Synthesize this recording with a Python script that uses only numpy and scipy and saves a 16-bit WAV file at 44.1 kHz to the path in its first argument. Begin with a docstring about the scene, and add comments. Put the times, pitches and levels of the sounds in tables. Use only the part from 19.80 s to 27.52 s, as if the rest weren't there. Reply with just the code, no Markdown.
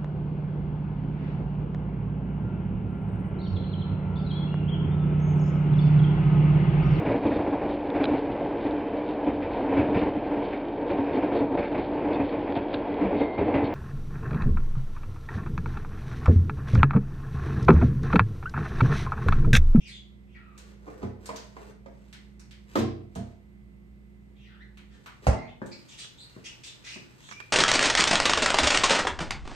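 """A drawer is shoved home with a clatter and a refrigerator door swings shut with a thud, after some rummaging.
The hum drops just before the door lands and runs down; footsteps and a few taps at the counter follow.
Parrots chirp and rasp further off in the house. The close sounds reach the left microphone first.
Blows ring sine modes and noise bursts, rubbing is random grains, parrots are gliding rasped sines,
the hum is wavering sines over coloured noise; a decaying noise tail is the hard kitchen's echo."""
import sys
import numpy as np
from scipy import signal
from scipy.fft import rfft, irfft, next_fast_len
from scipy.io import wavfile

SR = 44100
rng = np.random.default_rng(int(sys.argv[2]) if len(sys.argv) > 2 else 0)


def generate_wav(sig):
    """Save sig (samples, or channels by samples) to the path in sys.argv[1] as 16-bit PCM at SR."""
    pcm = np.round(np.clip(np.atleast_2d(sig).T, -1, 1) * 32767).astype(np.int16)
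    wavfile.write(sys.argv[1], SR, pcm)


N = 340517
TIME = np.arange(N) / SR  # s

# Levels in the tables are relative: the layers scale them further for distance and balance. # Ringing of door
# and cabinet, drawer, bumped cabinet: (frequency [Hz], level [dB], 60 dB decay [s])
DOOR_MODES = [(66.2, -3, 0.134), (111, -13, 0.24), (192, -22, 0.38), (239, -34, 0.83), (405, -37, 0.13),
              (505, -19.5, 0.26), (553, -19, 0.19), (680, -41, 0.33), (893, -31, 0.54), (1370, -37, 0.35)]
DRAWER_MODES = [(96, 3, 0.72), (124.5, -1, 0.63), (207, 4, 0.41), (231, 4, 0.45), (304, -5, 0.44),
                (343.5, 0, 0.63), (458, -4, 0.53), (537, 0, 0.24), (548, 14, 0.045), (723, -7, 0.2),
                (900, -9.5, 0.36), (876, 17, 0.027), (1197, 0, 0.18), (1260, 17, 0.034)]
CABINET_MODES = [(92, -1, 0.53), (122.5, -2.5, 0.41), (201.3, 3.5, 0.29), (238, -1.5, 0.4), (400.6, -9, 0.15),
                 (690, -13, 0.38)]
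# Slap of the door seal, clatter of drawer and bumped cabinet: (frequency [Hz], density [dB per Hz])
DOOR_SLAP = [(60, 0), (400, -0.5), (650, 4), (820, -1), (1150, -5), (2200, -11), (3200, -23.5), (4400, -20),
             (7800, -18), (14000, -30)]
DRAWER_CLATTER = [(60, -12.5), (250, 7.5), (450, 1.5), (800, -5.5), (1300, -9), (2200, -13.5), (8500, -24),
                  (14000, -20.5)]
# Blows on door, drawer, cabinet: (time [s], ring level [dB], clatter level [dB])
DOOR_BLOWS = [(5.468, -4, -23.5), (5.497, -24, -41.5)]
DRAWER_BLOWS = [(2.955, -26.5, -28.5), (2.972, -37.5, -36.5), (2.988, -52, -34.5)]
CABINET_BLOWS = [(1.228, -33, -56.5), (3.359, -35, -55.5), (3.386, -31.5, -57.5)]

# Containers knocking on the shelves: (time [s], level [dB], body tone [Hz], clack level [dB])
KNOCKS = [(1.066, -41, 670, -61), (1.078, -34.5, 444, -53), (1.219, -38, 600, -53),
          (1.229, -29.5, 423, -48), (1.491, -27.5, 625, -38.5), (1.54, -41.5, 454, -67),
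          (1.766, -38, 646, -49.5), (2.06, -38, 548, -54.5), (3.357, -32.5, 644, -52.5)]
# Thump against ring: 0 dB at this body tone, weaker for higher ones
THUMP_HZ, THUMP_DB_PER_OCTAVE = 317, -20
# Light plastic clicks: (time [s], level [dB], band centre [Hz])
CLICKS = [(0.778, -45, 8240), (1.4579, -39, 7100), (1.5601, -38.5, 5430), (2.3278, -44, 3100),
          (2.596, -50, 5640), (2.71, -48, 3120), (3.353, -44, 7400), (4.973, -49, 3000),
          (5.2605, -41, 1180), (5.861, -48.5, 8000)]
# The plastic crinkles from just before each click until after it; level relative to the click
CRINKLE_LEAD_S, CRINKLE_S, CRINKLE_DB = 0.091, 0.33, -25.5

# Sliding packages and drawer, swinging door: (time [s], length [s], rustle level [dB], scrape level [dB])
SLIDES = [(0.736, 0.25, -67.5, -65), (0.965, 0.36, -84, -55.5), (1.383, 0.19, -72, -56),
          (1.734, 0.21, -60, -54.5), (2.067, 0.28, -70.5, -85), (2.861, 0.2, -55.5, -63),
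          (5.102, 0.2, -77, -67.5)]
# The seal brushes the cabinet just before the door lands
SEAL_LEAD_S, SEAL_BRUSH_S, SEAL_RUSTLE_DB, SEAL_SCRAPE_DB = 0.055, 0.079, -55, -52.5
# Colour of wrappers and of boxes rubbing: (frequency [Hz], density [dB per Hz])
RUSTLE = [(500, 5), (2000, 10.5), (5000, 4), (8000, 3), (14000, 3)]
SCRAPE = [(200, -27.5), (420, 0.5), (700, -16), (1500, -14), (3000, -27.5)]
# Clothes and slippers on the way to the counter: (time [s], level [dB])
SHUFFLE = [(5.3, -121), (6, -66.5), (6.7, -64), (7.72, -64)]

# Taps of a light packet close by: (time [s], level [dB])
TAPS = [(6.246, -32.5), (7.489, -28.5), (7.513, -22.5), (7.523, -23), (7.602, -20.5)]
# Footsteps, all on the same floor: (time [s], level [dB], thump against ring [dB])
STEPS = [(5.817, -30, 0), (6.563, -44, 2.5), (7.16, -42.5, 4.5)]
FLOOR_HZ, SOLE_SLAP_DB = 354, -14  # slap relative to the step

# Whistles climbing to a crest, then swooping to a sinking note: (crest time [s], length after it [s],
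# crest pitch [Hz], held pitch [Hz], fall time [s], level [dB], rasp [0-1], octave level [dB])
SWOOPS = [(0.04, 0.07, 2900, 2406, 0.02, -55, 0.3, -1), (0.53, 0.28, 2950, 1329, 0.039, -68.5, 0.32, -7),
          (4.615, 0.16, 3100, 1710, 0.048, -65.5, 0.48, -5),
          (7.46, 0.071, 3700, 3050, 0.047, -56.5, 0.36, 8.5)]
# The climb starts this much lower, softer and harsher
CLIMB_S, CLIMB_OCTAVES, CLIMB_DB, CLIMB_RASP = 0.074, 0.46, -9, 0.43
# Softer at the crest; the last note fades and sinks
SWOOP_CREST_DB, SWOOP_FADE_DB, SWOOP_SAG_OCTAVES = -2, -2.5, -0.3
# Short chirps: (time [s], length [s], pitch [Hz], rise [octaves], level [dB], rasp [0-1], octave level [dB])
CHIRPS = [(0.069, 0.048, 4300, -0.29, -58.5, 0.75, -1.5), (0.107, 0.069, 3467, -0.04, -55.5, 0.27, -13.5),
          (0.543, 0.0299, 1996, -0.3, -58.5, 0.46, -19), (4.792, 0.0397, 1898, 0.41, -60, 0.21, -12.5),
          (5.545, 0.13, 2107, 0.088, -58, 0.2, -18), (5.674, 0.022, 3090, 0.115, -60.5, 0.66, -17),
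          (5.912, 0.021, 2380, 0.081, -50, 0.39, 6.5), (6.374, 0.065, 4064, 0.3, -56, 0.24, -9.5),
          (7.518, 0.12, 2383, 0.096, -56, 0.07, -23)]
# Harsh squawks: (time [s], length [s], pitch [Hz], level [dB])
SQUAWKS = [(5.096, 0.09, 1682, -71), (6.079, 0.076, 3063, -58), (6.172, 0.066, 3470, -49.5),
           (6.641, 0.0365, 2753, -48), (6.831, .066, 3440, -50.5), (7.034, 0.13, 2523, -50.5)]
SQUAWK_RASP, SQUAWK_CLEAR_RASP = 0.92, 0.28  # harsh start, clearer end
SQUAWK_RISE_OCTAVES, SQUAWK_OCTAVE_DB, SQUAWK_HISS_DB = 0.076, -0.5, -6
SQUAWK_RATTLE_HZ, SQUAWK_RATTLE_DB = 110, 5.5

# Refrigerator motor and fan, then faint steady kitchen tones: (frequency [Hz], rms level [dB])
HUM = [(59.2, -57.5), (177.6, -68.5), (204.2, -58.5), (355.3, -71)]
WHINE = [(120, -67.5), (2050, -73)]
# The closing door shuts the hum in: when, how fast and how far it falls; it also runs down
HUM_SHUT_S, HUM_SHUT_DB_PER_S, HUM_SHUT_DB, HUM_RUN_DOWN_DB_PER_S = 5.13, -90, -7, -12
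# Air noise of the kitchen: (frequency [Hz], density [dB per Hz])
AIR = [(25, -20), (55, -4), (90, -11), (130, -2), (260, -9.5), (370, -12), (550, -20.5), (1500, -29),
       (2300, -27.5), (6000, -40), (15000, -34.5)]
AIR_DB = -58.5

# Echo of the kitchen: (frequency [Hz], 60 dB decay [s])
ROOM_T60 = [(200, 0.64), (1840, 0.42), (4850, 0.43), (15000, 0.13)]
# Left-right likeness of diffuse sound: (frequency [Hz], likeness [0-1])
SAME = [(60, 0.94), (200, 0.037), (500, 0.071), (5000, 0.024), (12000, 0.28)]
# Microphone response: (frequency [Hz], gain [dB])
MICROPHONE = [(20, -32), (40, 4), (9350, -5), (10050, -29), (10900, -33), (11800, -11), (14000, -10.5),
              (15400, -43)]
EDGE_HZ = 15750  # upper band limit


def door():
    """The seal slaps the cabinet, which booms; a weaker second blow is the door shelves jolting just after."""
    ring, slap = struck(DOOR_BLOWS, DOOR_MODES, DOOR_SLAP, clatter_t60=0.06, rise_cycles=0.55, spike=3)
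    return direct(ring + slap, balance_db=-2.5) + amp(1.0) * room(slap)


def drawer():
    """A plastic drawer hits its stop: one hard blow, then two quick lighter ones that ring less each time."""
    ring, clatter = struck(DRAWER_BLOWS, DRAWER_MODES, DRAWER_CLATTER,
                           clatter_t60=0.047, rise_cycles=6.0, spike=4.4)
    return direct(ring + clatter, balance_db=-2.5) + amp(5.0) * room(clatter)


def cabinet():
    """The open door and cabinet are bumped and boom in their low modes."""
    ring, clatter = struck(CABINET_BLOWS, CABINET_MODES, DRAWER_CLATTER,
                           clatter_t60=0.04, rise_cycles=0.91, spike=2.1)
    return direct(ring + clatter, balance_db=-3.5) + amp(8.5) * room(clatter)


def struck(blows, modes, spectrum, clatter_t60, rise_cycles, spike):
    """Each blow clatters and rings the modes; low modes answer later and take longer to build up."""
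    body, ring, clatter = np.zeros(SR), np.zeros(N), np.zeros(N)
    for hz, db, t60 in modes:
        t = np.maximum(np.arange(SR) / SR - 0.19 / hz, 0)  # starts 0.19 cycles late
        build_up = 1 - np.exp(-t * hz / rise_cycles)
        body -= amp(db - 60 * t / t60) * build_up * np.sin(2 * np.pi * hz * t)
    for s, ring_db, clatter_db in blows:
        add(ring, s, amp(ring_db) * body)
        hit = colour(burst(clatter_t60, spike), spectrum)
        add(clatter, s, sized(hit, clatter_db))
    return ring, clatter


def knocks():
    """Containers land with a clack and a brief rattle: the lower one rings, the more it thumps."""
    out = np.zeros(N)
    for s, db, hz, clack_db in KNOCKS:
        thump_db = THUMP_DB_PER_OCTAVE * np.log2(hz / THUMP_HZ)
        clack = band(burst(t60=0.062, spike=0.83), 890, 1100, order=1)
        loose = band(rattle(t60=0.12, ticks_per_s=330), 1670, 2260)
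        add(out, s, knock(db, hz, thump_db))
        add(out, s, sized(clack, clack_db))
        add(out, s, sized(loose, clack_db - 8.5))
    return direct(out, balance_db=-5.0) + amp(-1.0) * room(out)


def knock(db, hz, thump_db):
    """A hollow body tone and a thump of what lies beneath, as band-filtered contacts."""
    contact = burst(t60=0.11, spike=5.3)
    hollow = sized(band(contact, 210, 650), -3.0)
    tone = sized(band(contact, hz / 1.06, hz * 1.046, order=1), -0.99)
    thump = sized(band(burst(t60=0.08, spike=25), 100, 290, order=3), thump_db)
    return amp(db - 11.0) * (hollow + tone + thump)


def rattle(t60, ticks_per_s):
    """Loose contents tick at random and settle."""
    t = np.arange(SR // 3) / SR
    ticks = rng.standard_normal(len(t)) * (rng.random(len(t)) < ticks_per_s / SR)
    return ticks * amp(-60 * t / t60)


def clicks():
    """Thin plastic snaps: very short bursts, each with its own broad colour."""
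    out = np.zeros(N)
    for s, db, hz in CLICKS:
        snap = colour(burst(t60=0.004, spike=9), RUSTLE)
        snap = band(snap, 900, 20000, order=1)
        octave = band(snap, hz / np.sqrt(2), hz * np.sqrt(2), order=1)
        add(out, s, sized(snap, db - 13.5) + sized(octave, db - 14))
    return amp(-1.5) * direct(out, balance_db=-3.0) + amp(8.5) * room(out)


def handling():
    """Wrappers rustle, boxes scrape and the seal brushes; later, clothes and slippers brush along."""
    rustle, scrape = np.zeros((2, N))
    seal = (DOOR_BLOWS[0][0] - SEAL_LEAD_S, SEAL_BRUSH_S, SEAL_RUSTLE_DB, SEAL_SCRAPE_DB)
    for s, length, rustle_db, scrape_db in [*SLIDES, seal]:
        stroke = signal.windows.tukey(int(length * SR), 0.6)
        add(rustle, s, amp(rustle_db) * stroke)
        add(scrape, s, amp(scrape_db) * stroke)
    crinkle = signal.windows.tukey(int(CRINKLE_S * SR), 0.6)
    for s, db, _ in CLICKS:
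        add(rustle, s - CRINKLE_LEAD_S, amp(db + CRINKLE_DB) * crinkle)
    walking = amp(np.interp(TIME, *np.transpose(SHUFFLE)))
    out = (rustle + amp(5.0) * walking) * friction(RUSTLE, grains_per_s=1300, spread_db=2.0)
    out += (scrape + amp(-11.0) * walking) * friction(SCRAPE, grains_per_s=750, spread_db=-0.5)
    return direct(out, balance_db=-1.5) + room(out)


def friction(spectrum, grains_per_s, spread_db):
    """Rubbing as many tiny slips of uneven size at random moments."""
    slips = rng.standard_normal(N) * (rng.random(N) < grains_per_s / SR)
    size = amp(spread_db * np.minimum(rng.exponential(1, N), 4))
    return evened(colour(slips * size, spectrum))


def steps():
    """Slippers land dully on the floor, with a soft slap of the sole."""
    out = np.zeros(N)
    for s, db, thump_db in STEPS:
        slap = band(burst(t60=0.026, spike=14.0), 903, 1710, order=3)
        add(out, s, knock(db, FLOOR_HZ, thump_db))
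        add(out, s, sized(slap, db + SOLE_SLAP_DB))
    return direct(out, balance_db=4) + room(out)


def taps():
    """A light packet handled and set down close by: short, dry ticks with a hollow ring."""
    out = np.zeros(N)
    for s, db in TAPS:
        contact = burst(t60=0.04, spike=6)
        tick = sized(band(contact, 940, 2300), db - 24.5)
        hollow = sized(band(contact, 100, 3600, order=1), db - 26.5)
        add(out, s, tick + hollow)
    return direct(out, balance_db=-9.0) + amp(-9.5) * room(out)


def birds():
    """Distant parrots swoop, chirp and squawk, heard mostly by their echo."""
    out = np.zeros(N)
    for crest_s, *shape in SWOOPS:
        start = crest_s - CLIMB_S
        cut = max(round(-start * SR), 0)  # a call already under way at time zero
        add(out, start, swoop(*shape)[cut:])
    for s, length, hz, rise, db, rasp, octave_db in CHIRPS:
        add(out, s, syllable(lift(length, hz, rise), db, rasp, octave_db))
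    for s, length, hz, db in SQUAWKS:
        add(out, s, squawk(length, hz, db))
    return amp(-2.5) * out + amp(8.5) * room(out)


def swoop(length, crest_hz, held_hz, fall_s, db, rasp, octave_db):
    """The whistle clears as it climbs, rounds the crest, then falls to a last note that keeps sinking."""
    t = np.arange(-CLIMB_S, length, 1 / SR)
    below, after = np.maximum(-t / CLIMB_S, 0), np.maximum(t, 0)
    height = np.exp(-(after / fall_s) ** 2)  # 1 up to the crest, then falling to 0
    sag = (after / length) ** 2
    bend_octaves = SWOOP_SAG_OCTAVES * sag - CLIMB_OCTAVES * below ** 2
    hz = held_hz * (crest_hz / held_hz) ** height * 2 ** bend_octaves
    level_db = db + CLIMB_DB * below + SWOOP_CREST_DB * height ** 2 + SWOOP_FADE_DB * sag
    return syllable(hz, level_db, rasp + CLIMB_RASP * below, octave_db - 10 * height)


def squawk(length, hz, db):
    """A harsh, rattling cry with a hiss of air, whose note clears towards its end."""
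    pitch = lift(length, hz, SQUAWK_RISE_OCTAVES)
    clearing = np.sin(np.linspace(0, np.pi / 2, len(pitch))) ** 4
    rasp = SQUAWK_RASP + (SQUAWK_CLEAR_RASP - SQUAWK_RASP) * clearing
    voice = syllable(pitch, db, rasp, SQUAWK_OCTAVE_DB - 8 * clearing)
    hiss = evened(band(rng.standard_normal(len(pitch)), 2040, 8000))
    hiss *= signal.windows.tukey(len(pitch), 0.2)
    rattle_db = SQUAWK_RATTLE_DB * (0.5 - clearing) * drift(len(pitch), SQUAWK_RATTLE_HZ)
    return evened(amp(rattle_db)) * (voice + amp(db + SQUAWK_HISS_DB) * hiss)


def syllable(hz, db, rasp, octave_db):
    """A whistle along the given pitch; in a rasp the pitch and the loudness flutter chaotically."""
    turn = 2 * np.pi * np.cumsum(hz * (1 + 0.24 * rasp * drift(len(hz), 700))) / SR
    overtones = np.sin(2 * turn) + amp(-14) * np.sin(3 * turn)
    voice = np.sin(turn) + amp(octave_db) * overtones
    voice *= amp(5 * rasp * drift(len(hz), 500))
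    return amp(db) * evened(voice * signal.windows.tukey(len(hz), 0.2))


def lift(length, hz, octaves):
    """Pitch of a short call: it moves quickly, up or (if negative) down, and levels off."""
    u = np.linspace(0, 1, int(length * SR))
    return hz * 2 ** (octaves * (0.5 ** 2 - (1 - u) ** 2))  # passes hz halfway


def hum():
    """Wavering motor and fan lines that are shut in and run down, over fainter tones that stay."""
    wander = 0.25 * drift(N, 3)  # phase, rad
    waver = amp(0.6 * drift(N, 5))
    motor, whine = tones(HUM, wander), tones(WHINE, wander)
    since = np.maximum(TIME - HUM_SHUT_S, 0)
    shut_db = np.maximum(HUM_SHUT_DB_PER_S * since, HUM_SHUT_DB)
    running = amp(shut_db + HUM_RUN_DOWN_DB_PER_S * since)
    return direct(waver * (running * motor + whine), balance_db=-5.5)


def tones(lines, wander):
    """Sum of sines at rms levels, all sharing one phase wander."""
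    return sum(np.sqrt(2) * amp(db) * np.sin(2 * np.pi * hz * TIME + wander) for hz, db in lines)


def air():
    """Soft, steady rush of the room: coloured noise around both microphones."""
    noise = np.array([evened(colour(x, AIR)) for x in rng.standard_normal((2, N))])
    return amp(AIR_DB) * pair(noise)


def room(x):
    """Diffuse echo of the kitchen: a noise tail, each band dying at its own speed."""
    hz, t, z = signal.stft(pair(rng.standard_normal((2, SR))), SR, nperseg=256)
    decay = amp(-60 * t / read(ROOM_T60, hz)[:, None])
    tail = signal.istft(z * decay, SR, nperseg=256)[1]
    tail *= 1 - np.exp(-np.arange(tail.shape[1]) / SR / 0.00057)  # soft onset
    return signal.fftconvolve(x[None], tail / np.linalg.norm(tail[0]), axes=1)[:, :N]


def direct(x, balance_db):
    """Sound reaches the right microphone 0.27 ms late; balance is left level over right."""
    late = np.interp(TIME - 0.00027, TIME, x)
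    return np.array([x * amp(balance_db / 2), late * amp(-balance_db / 2)])


def pair(x):
    """Two unrelated signals become a left and a right that share their bass."""
    size = next_fast_len(x.shape[1], True)
    a, b = rfft(x, size)
    same = np.clip(read(SAME, np.fft.rfftfreq(size, 1 / SR)), -1, 1)
    right = same * a + np.sqrt(1 - same ** 2) * b
    return irfft(np.array([a, right]), size)[:, :x.shape[1]]


def burst(t60, spike):
    """A contact: one sharp spike and the dense, dying ring that follows it."""
    t = np.arange(SR // 3) / SR
    x = rng.choice([-1., 1.], len(t)) * amp(-60 * t / t60)
    x[0] += spike
    return x


def sized(x, db):
    """Scales a hit so that its whole energy, packed into 20 ms, has the given rms level."""
    return amp(db) * x / np.sqrt(np.sum(x ** 2) / (SR / 50))


def drift(count, hz):
    """Random wander of unit rms, slower than about the given frequency."""
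    size = next_fast_len(count, True)
    rolloff = 1 + (np.fft.rfftfreq(size, 1 / SR) / hz) ** 4
    spectrum = rfft(rng.standard_normal(size)) / rolloff
    spectrum[0] = 0
    return evened(irfft(spectrum, size))[:count]


def colour(x, points):
    """Causal minimum-phase filter with the given spectrum."""
    log_gain = np.log(amp(read(points, abs(np.fft.fftfreq(8192, 1 / SR)))))
    taps = np.fft.ifft(np.exp(np.conj(signal.hilbert(log_gain)))).real[:4096]
    return signal.fftconvolve(x, taps)[:len(x)]


def band(x, low_hz, high_hz, order=2):
    """Band-pass filter."""
    edges = [low_hz, min(high_hz, SR / 2 - 1)]
    return signal.sosfilt(signal.butter(order, edges, "band", fs=SR, output="sos"), x)


def read(points, hz):
    """Looks a curve up along a logarithmic frequency axis."""
    f, value = np.transpose(points)
    return np.interp(np.log(hz + 1), np.log(f + 1), value)


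def add(mix, s, sound):
    """Lays a sound into the mix at a time in seconds."""
    part = mix[max(round(s * SR), 0):][:len(sound)]
    part += sound[:len(part)]


def amp(db):
    """Decibels to amplitude."""
    return 10 ** (np.asarray(db) / 20)


def evened(x):
    """Scales to unit rms."""
    return x / np.sqrt(np.mean(x ** 2) + 1e-20)


def scene():
    """All layers, from the refrigerator door to the air of the room."""
    fridge = door() + drawer() + cabinet() + knocks() + clicks() + handling()
    return fridge + steps() + taps() + birds() + hum() + air()


def record(dry):
    """The microphone ports notch the top treble; then the band limit."""
    heard = np.array([colour(x, MICROPHONE) for x in dry])
    low_pass = signal.firwin(511, EDGE_HZ, window=("kaiser", 9), fs=SR)
    return signal.oaconvolve(heard, low_pass[None], "same")


dry = scene()
out = record(dry)
generate_wav(out)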